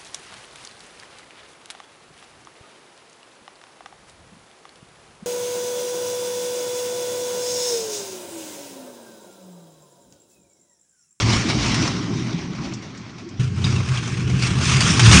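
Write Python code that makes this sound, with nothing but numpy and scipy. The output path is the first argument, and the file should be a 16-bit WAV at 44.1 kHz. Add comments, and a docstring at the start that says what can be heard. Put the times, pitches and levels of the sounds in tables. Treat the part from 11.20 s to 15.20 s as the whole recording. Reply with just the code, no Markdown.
"""A roofed ice track, microphone at the trackside. A sled runs away down the straight, its wake buffeting
the microphone; then an abrupt switch to a bend, where a bobsled approaches and passes at arm's length.
Steel runners scrape and chatter on the ice, the concrete trough rumbles, drones and booms under the
weight, and the chassis clacks over bumps, echoing off the roof and walls."""
import sys
import numpy as np
from scipy import signal
from scipy.fft import rfft, irfft, next_fast_len
from scipy.io import wavfile
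from scipy.ndimage import uniform_filter1d, minimum_filter1d, map_coordinates

SR = 44100
rng = np.random.default_rng(int(sys.argv[2]) if len(sys.argv) > 2 else 0)


def waveform_to_disk(signal):
    """Save audio, clipped to [-1, 1], as 16-bit WAV at the path in sys.argv[1]."""
    frames = np.transpose(np.atleast_2d(signal))
    scaled = np.clip(frames, -1, 1) * 32767
    samples = np.round(scaled).astype(np.int16)
    wavfile.write(sys.argv[1], SR, samples)


N = 176400
T = np.arange(N) / SR
SWITCH_S, SWITCH_FADE_S = 2.196, .008  # from the straight to the bend
KNOCK_GAIN_DB = -7.5  # on clacks and ticks

# Runners' scrape, going away on the straight and coming close in the bend: t/s, relative level/dB
STRAIGHT_SCRAPE = [(0,-21),(.04,-27.5),(.14,-20.5),(.25,-28.5),(.31,-24.5),(.37,-29),(.43,-23.5),(.56,-26.5),(.68,-27.5),(.8,-35.5),(.91,-37.5),(.98,-34.5),(1.17,-38.5),(1.22,-36.5),(1.29,-43),(1.4,-42),(1.45,-34),(1.51,-40.5),(1.6,-46),(1.66,-43),(1.72,-46.5),(1.89,-45.5),(2.06,-49.5),(2.18,-47)]
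BEND_SCRAPE = [(2.2,-31.5),(2.3,-41),(2.42,-34),(2.48,-28.5),(2.64,-34.5),(2.74,-30.5),(2.82,-32.5),(2.93,-31.5),(3.05,-35.5),(3.16,-30.5),(3.23,-25),(3.26,-23),(3.3,-27),(3.35,-30),(3.42,-25.5),(3.445,-20.5),(3.5,-18),(3.595,-22),(3.68,-15.5),(3.765,-19.5),(3.825,-24.5),(3.865,-12),(3.91,-17.5),(3.95,-8.5),(4,-12.5)]
# Spectrum of steel on ice: f/Hz, relative level/dB
STRAIGHT_ICE = [(260,-4),(480,-4.5),(750,-2),(860,-4),(1080,0),(1670,-5.5),(2200,-2),(2660,-6),(3600,-6.5),(4800,-7),(5700,-5),(7850,-22),(9340,-27),(11000,-46.5),(12500,-98)]
BEND_ICE = [(260,-32),(450,-13),(540,-8),(940,-5.5),(1120,-1),(1500,-0.5),(1950,-3.5),(2200,-1),(2700,-1),(3100,-3.5),(4200,-5.5),(6000,-3.5),(7060,-8.5),(7650,-13),(8800,-12.5),(9500,-18),(10200,-28.5),(11300,-39),(12200,-69)]
# Dulling with distance: f/Hz, extra loss/dB for each dB the scrape lies below its mean
STRAIGHT_DULLING = [(500,-0.21),(2200,-0.07),(4000,0.04),(6000,0.09),(9000,0.35)]
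BEND_DULLING = [(500,-0.42),(1200,-0.083),(2800,0.009),(4200,0.15),(6000,0.051),(9000,0.3)]
# Rumble of the trough: t/s, relative level/dB
STRAIGHT_RUMBLE = [(0,-26),(.14,-23.5),(.3,-26),(.55,-23.5),(.8,-29),(.93,-27),(1.17,-32),(1.33,-33),(1.45,-35.5),(1.75,-40),(1.87,-40.5),(2.18,-40)]
BEND_RUMBLE = [(2.21,-31),(2.3,-38),(2.48,-27),(2.75,-34.5),(2.92,-31),(3.16,-27.5),(3.38,-28),(3.76,-24),(3.89,-20),(3.95,-13),(4,-18.5)]
# Spectrum of the rumble: f/Hz, relative level/dB
STRAIGHT_TROUGH = [(29,-50),(50,-22),(82,-7.5),(120,-2),(165,1),(260,-2.5),(340,-6),(420,-13),(520,-38),(900,-102)]
BEND_TROUGH = [(25,-34),(42,-18),(62,-5),(95,3),(125,3.5),(180,1),(225,-5.5),(270,-10),(350,-10.5),(430,-14.5),(520,-28.5),(1200,-95)]
# Drone of the trough: t/s, relative level/dB
STRAIGHT_DRONE = [(0,-30),(.06,-13.5),(.14,-19.5),(.25,-26),(.4,-28),(.5,-19.5),(.72,-36),(1,-30.5),(1.6,-38.5),(2.17,-44.5)]
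BEND_DRONE = [(2.21,-18),(2.34,-35.5),(2.48,-24.5),(2.56,-20.5),(2.65,-36),(2.71,-16),(2.78,-25.5),(2.87,-34.5),(3.04,-28.5),(3.2,-20.5),(3.28,-26),(3.55,-19.5),(3.62,-18),(3.73,-53),(3.82,-11),(3.89,-6),(4,-19.5)]
# Pitch of the drone, falling in the bend as the bobsled goes by: t/s, f/Hz
STRAIGHT_PITCH = [(0, 112.1), (.5, 116.6), (2.201, 119.2)]
BEND_PITCH = [(2.2,124.9),(3.65,127.2),(3.8,126.3),(3.869,113.4),(4,105.6)]
# First sled's wake on the microphone: t/s, level/dB
WAKE_LEVEL = [(0,-39),(.17,-23.5),(.28,-71),(.36,-27),(.52,-32),(.7,-56),(1.45,-46),(1.75,-97)]
# Spectrum of the wake: f/Hz, relative level/dB
WAKE_SPECTRUM = [(18,-18),(37,1),(55,14),(80,10),(140,-34),(500,-88)]
# Bumps under the runners: t/s, relative level/dB, ring f/Hz, ring over crack/dB, t60/s
BUMPS = [(0.543,-12,5500,-6,0.09),(0.676,-11,5370,3,0.034),(2.442,-9.5,3756,8,0.043),(2.447,-16,4860,15,0.068),(2.561,-14.5,2680,6,0.044),
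         (2.687,-18.5,2500,-27,0.057),(2.773,-12,3240,1.5,0.036),(3.606,-3.5,4700,-3.5,0.066),
         (3.794,-4,3060,-10,0.14),(3.831,-7.5,4830,14,0.038),(3.913,3,3600,-1,0.027),(3.929,3,2923,-9,0.056)]
# Echo under the roof: f/Hz, t60/s
ROOF_DECAY = [(200, 0.39), (2000, 0.94), (9000, 1)]
# Hollow booms of the trough: t/s, peak level/dB, f/Hz, half length/s
TROUGH_BOOMS = [(1.159,-20.5,166,0.028),(2.072,-30,348,0.015),(2.47,-21.5,93.8,0.22),(9.5,-21,120,0.033),(3.955,-11.5,72,0.083)]
# Runners biting the ice, and thin ticks, far down the track: t/s, relative level/dB
FAR_BITES = [(1.348,-38),(1.622,-39.5),(1.747,-43.5),(1.982,-39)]
FAR_TICKS = [(1.536,-24.5),(1.774,-33),(2.089,-34.5)]
# Spectrum of the ticks: f/Hz, relative level/dB
TICK_SPECTRUM = [(2000,-26),(4500,-6),(5700,-1),(7500,-7.5),(9500,-35),(12000,-68)]
# Resonances of the bobsled's runners: f/Hz, width/Hz, lift/dB
RUNNER_MODES = [(1110,160,4),(2555,660,2.5),(3320,110,3)]


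def amp(db):
    """Decibels to gain."""
    return 10 ** (np.asarray(db) / 20)


def unit(x):
    """Scale to rms 1."""
    return x / np.sqrt(np.mean(x ** 2) + 1e-20)


def along(points, hz):
    """Read (f/Hz, value) points on a log axis."""
    f, v = np.transpose(points)
    return np.interp(np.log(hz + 1), np.log(f + 1), v)


def curve(rows):
    """(t/s, value) points to one value per sample."""
    return np.interp(T, *np.transpose(rows))


def wobble(rate):
    """A smooth random curve, rate knots a second."""
    return map_coordinates(rng.standard_normal(4000), [T * rate + 2], mode="wrap")


def filtered(x, response):
    """x through a frequency response."""
    size = next_fast_len(N + SR // 2)
    return irfft(rfft(x, size) * response(np.fft.rfftfreq(size, 1 / SR)), size)[:N]


def coloured(x, spectrum):
    """x shaped by a spectrum, at rms 1."""
    return unit(filtered(x, lambda hz: amp(along(spectrum, hz))))


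def noise(spectrum):
    """Coloured noise of rms 1."""
    return coloured(rng.standard_normal(N), spectrum)


def strike(s, t60, attack_s=.0007):
    """Envelope of a blow at time s."""
    age = np.maximum(T - s, 0)
    return (1 - np.exp(-age / attack_s)) * amp(-60 * age / t60)


def runners(level, colour, dulling, jolts_per_s, jolt_s, jolt_db, patchy_db, gain_db):
    """Steel on ice: a steady scrape plus sharp jolts that die away, duller with distance."""
    level_db = curve(level)
    onsets = rng.random(N) < jolts_per_s / SR
    jolts = onsets * amp(2.5 * np.clip(rng.standard_normal(N), -2, 2))
    chatter = unit(signal.lfilter([1], [1, -np.exp(-1 / (jolt_s * SR))], jolts))
    friction = rng.standard_normal(N) * np.sqrt(1 + (amp(jolt_db) * chatter) ** 2)
    hz, t, bands = signal.stft(coloured(friction, colour), SR, nperseg=512)
    speckle = rng.standard_normal(bands.shape)
    patches = unit(uniform_filter1d(uniform_filter1d(speckle, 5, 0), 8, 1))  # the bands flicker
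    far_db = np.interp(t, T, 10 * np.log10(np.mean(amp(level_db) ** 2)) - level_db)
    bands *= amp(patchy_db * patches - along(dulling, hz)[:, None] * far_db)
    return signal.istft(bands, SR, nperseg=512)[1][:N] * amp(level_db + gain_db)


def rumble(level, colour, shakes_per_s, shake_db, gain_db):
    """The trough and hull shaken by uneven ice."""
    return unit(noise(colour) * amp(shake_db * wobble(shakes_per_s))) * amp(curve(level) + gain_db)


def drone(level, pitch, drift_rad, flutter_db, gain_db):
    """Ripples in the ice drive the trough at one unsteady low pitch."""
    phase = 2 * np.pi * np.cumsum(curve(pitch)) / SR + drift_rad * wobble(28)
    return unit(np.sin(phase) * amp(flutter_db * wobble(35))) * amp(curve(level) + gain_db)


def wake():
    """Air behind the first sled buffets the microphone in low gusts."""
    return noise(WAKE_SPECTRUM) * amp(curve(WAKE_LEVEL))


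def leaving_sled():
    """On the straight: the first sled runs away from the microphone and fades."""
    scrape = runners(STRAIGHT_SCRAPE, STRAIGHT_ICE, STRAIGHT_DULLING,
                     jolts_per_s=170, jolt_s=0.0059, jolt_db=-5.5, patchy_db=1.93, gain_db=0.5)
    low = rumble(STRAIGHT_RUMBLE, STRAIGHT_TROUGH, shakes_per_s=30, shake_db=2.0, gain_db=2.0)
    hum = drone(STRAIGHT_DRONE, STRAIGHT_PITCH, drift_rad=0.77, flutter_db=2.0, gain_db=-3.5)
    return scrape + low + hum + roofed(bites_and_ticks()) + wake()


def clacks():
    """Each bump gives a crack and a short, rough ring of steel."""
    out = np.zeros(N)
    crack = noise(BEND_ICE)
    for s, db, hz, ring_db, t60 in BUMPS:
        ring = unit(np.sin(2 * np.pi * hz * T + .75 * wobble(700)))  # phase jitter roughens it
        clack = (crack + amp(ring_db) * ring) / np.hypot(1, amp(ring_db))
        out += amp(db + KNOCK_GAIN_DB) * strike(s, t60) * clack
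    return out


def roofed(x, echo_db=-9.5):
    """x with the echo of the roof and walls, arriving 9 ms later."""
    hz, t, bands = signal.stft(rng.standard_normal(SR // 2), SR, nperseg=256)
    decay = amp(-60 * t / along(ROOF_DECAY, hz)[:, None])
    tail = signal.istft(bands * decay, SR, nperseg=256)[1]
    echo = signal.fftconvolve(np.pad(x, (400, 0)), tail / np.linalg.norm(tail))[:N]
    return x + amp(echo_db) * echo


def booms():
    """Low resonances of the trough swell and die again."""
    out = np.zeros(N)
    for s, db, hz, half_s in TROUGH_BOOMS:
        swell = np.exp(-((T - s) / half_s) ** 2)
        out += amp(db) * swell * np.sin(2 * np.pi * hz * T + .5 * wobble(40))
    return out


def bites_and_ticks():
    """Far down the track the runners bite the ice in short scrapes, among small bright knocks."""
    bites = sum(amp(db) * strike(s, t60=0.24) for s, db in FAR_BITES)
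    ticks = sum(amp(db + KNOCK_GAIN_DB) * strike(s, t60=0.075) for s, db in FAR_TICKS)
    return noise(TICK_SPECTRUM) * ticks + noise(STRAIGHT_ICE) * bites


def steel_resonances(scrape, wander=0.025, wanders_per_s=19):
    """The runners' resonances waver as the load on them shifts."""
    hz, t, bands = signal.stft(scrape, SR, nperseg=512)
    lift_db = 0
    for mode_hz, width_hz, db in RUNNER_MODES:
        centre_hz = mode_hz * (1 + wander * np.interp(t, T, wobble(wanders_per_s)))
        lift_db += db / (1 + (2 * (hz[:, None] - centre_hz) / width_hz) ** 2)
    return signal.istft(bands * amp(lift_db), SR, nperseg=512)[1][:N]


def nearing_sled():
    """In the bend: the bobsled rattles up and passes at arm's length from the microphone."""
    scrape = runners(BEND_SCRAPE, BEND_ICE, BEND_DULLING,
                     jolts_per_s=220, jolt_s=0.0068, jolt_db=-1.5, patchy_db=2.0, gain_db=-2.61)
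    low = rumble(BEND_RUMBLE, BEND_TROUGH, shakes_per_s=35, shake_db=1.0, gain_db=6.0)
    ringing_scrape = steel_resonances(scrape)
    hum = drone(BEND_DRONE, BEND_PITCH, drift_rad=0.48, flutter_db=3.0, gain_db=1.0)
    return ringing_scrape + low + hum


def scene():
    """Mono from the trackside: first the straight, then the bend, with clacks and booms in both."""
    fade = np.clip((T - SWITCH_S) / SWITCH_FADE_S + .5, 0, 1)
    in_bend = np.sin(np.pi / 2 * fade) ** 2
    sleds = (1 - in_bend) * leaving_sled() + in_bend * nearing_sled()
    return (sleds + roofed(clacks()) + booms())[None]


def record(dry):
    """Behind the microphone a fast limiter holds the peaks, overshoots clip, and the top is cut off."""
    ceiling, top_hz = 1.01, 15800
    needed_gain = ceiling / np.maximum(np.abs(dry[0]), ceiling)
    held = dry[0] * uniform_filter1d(minimum_filter1d(needed_gain, size=21), size=7)
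    return filtered(np.clip(held, -1, 1), lambda hz: hz < top_hz)[None]


dry = scene()
out = record(dry)
waveform_to_disk(out)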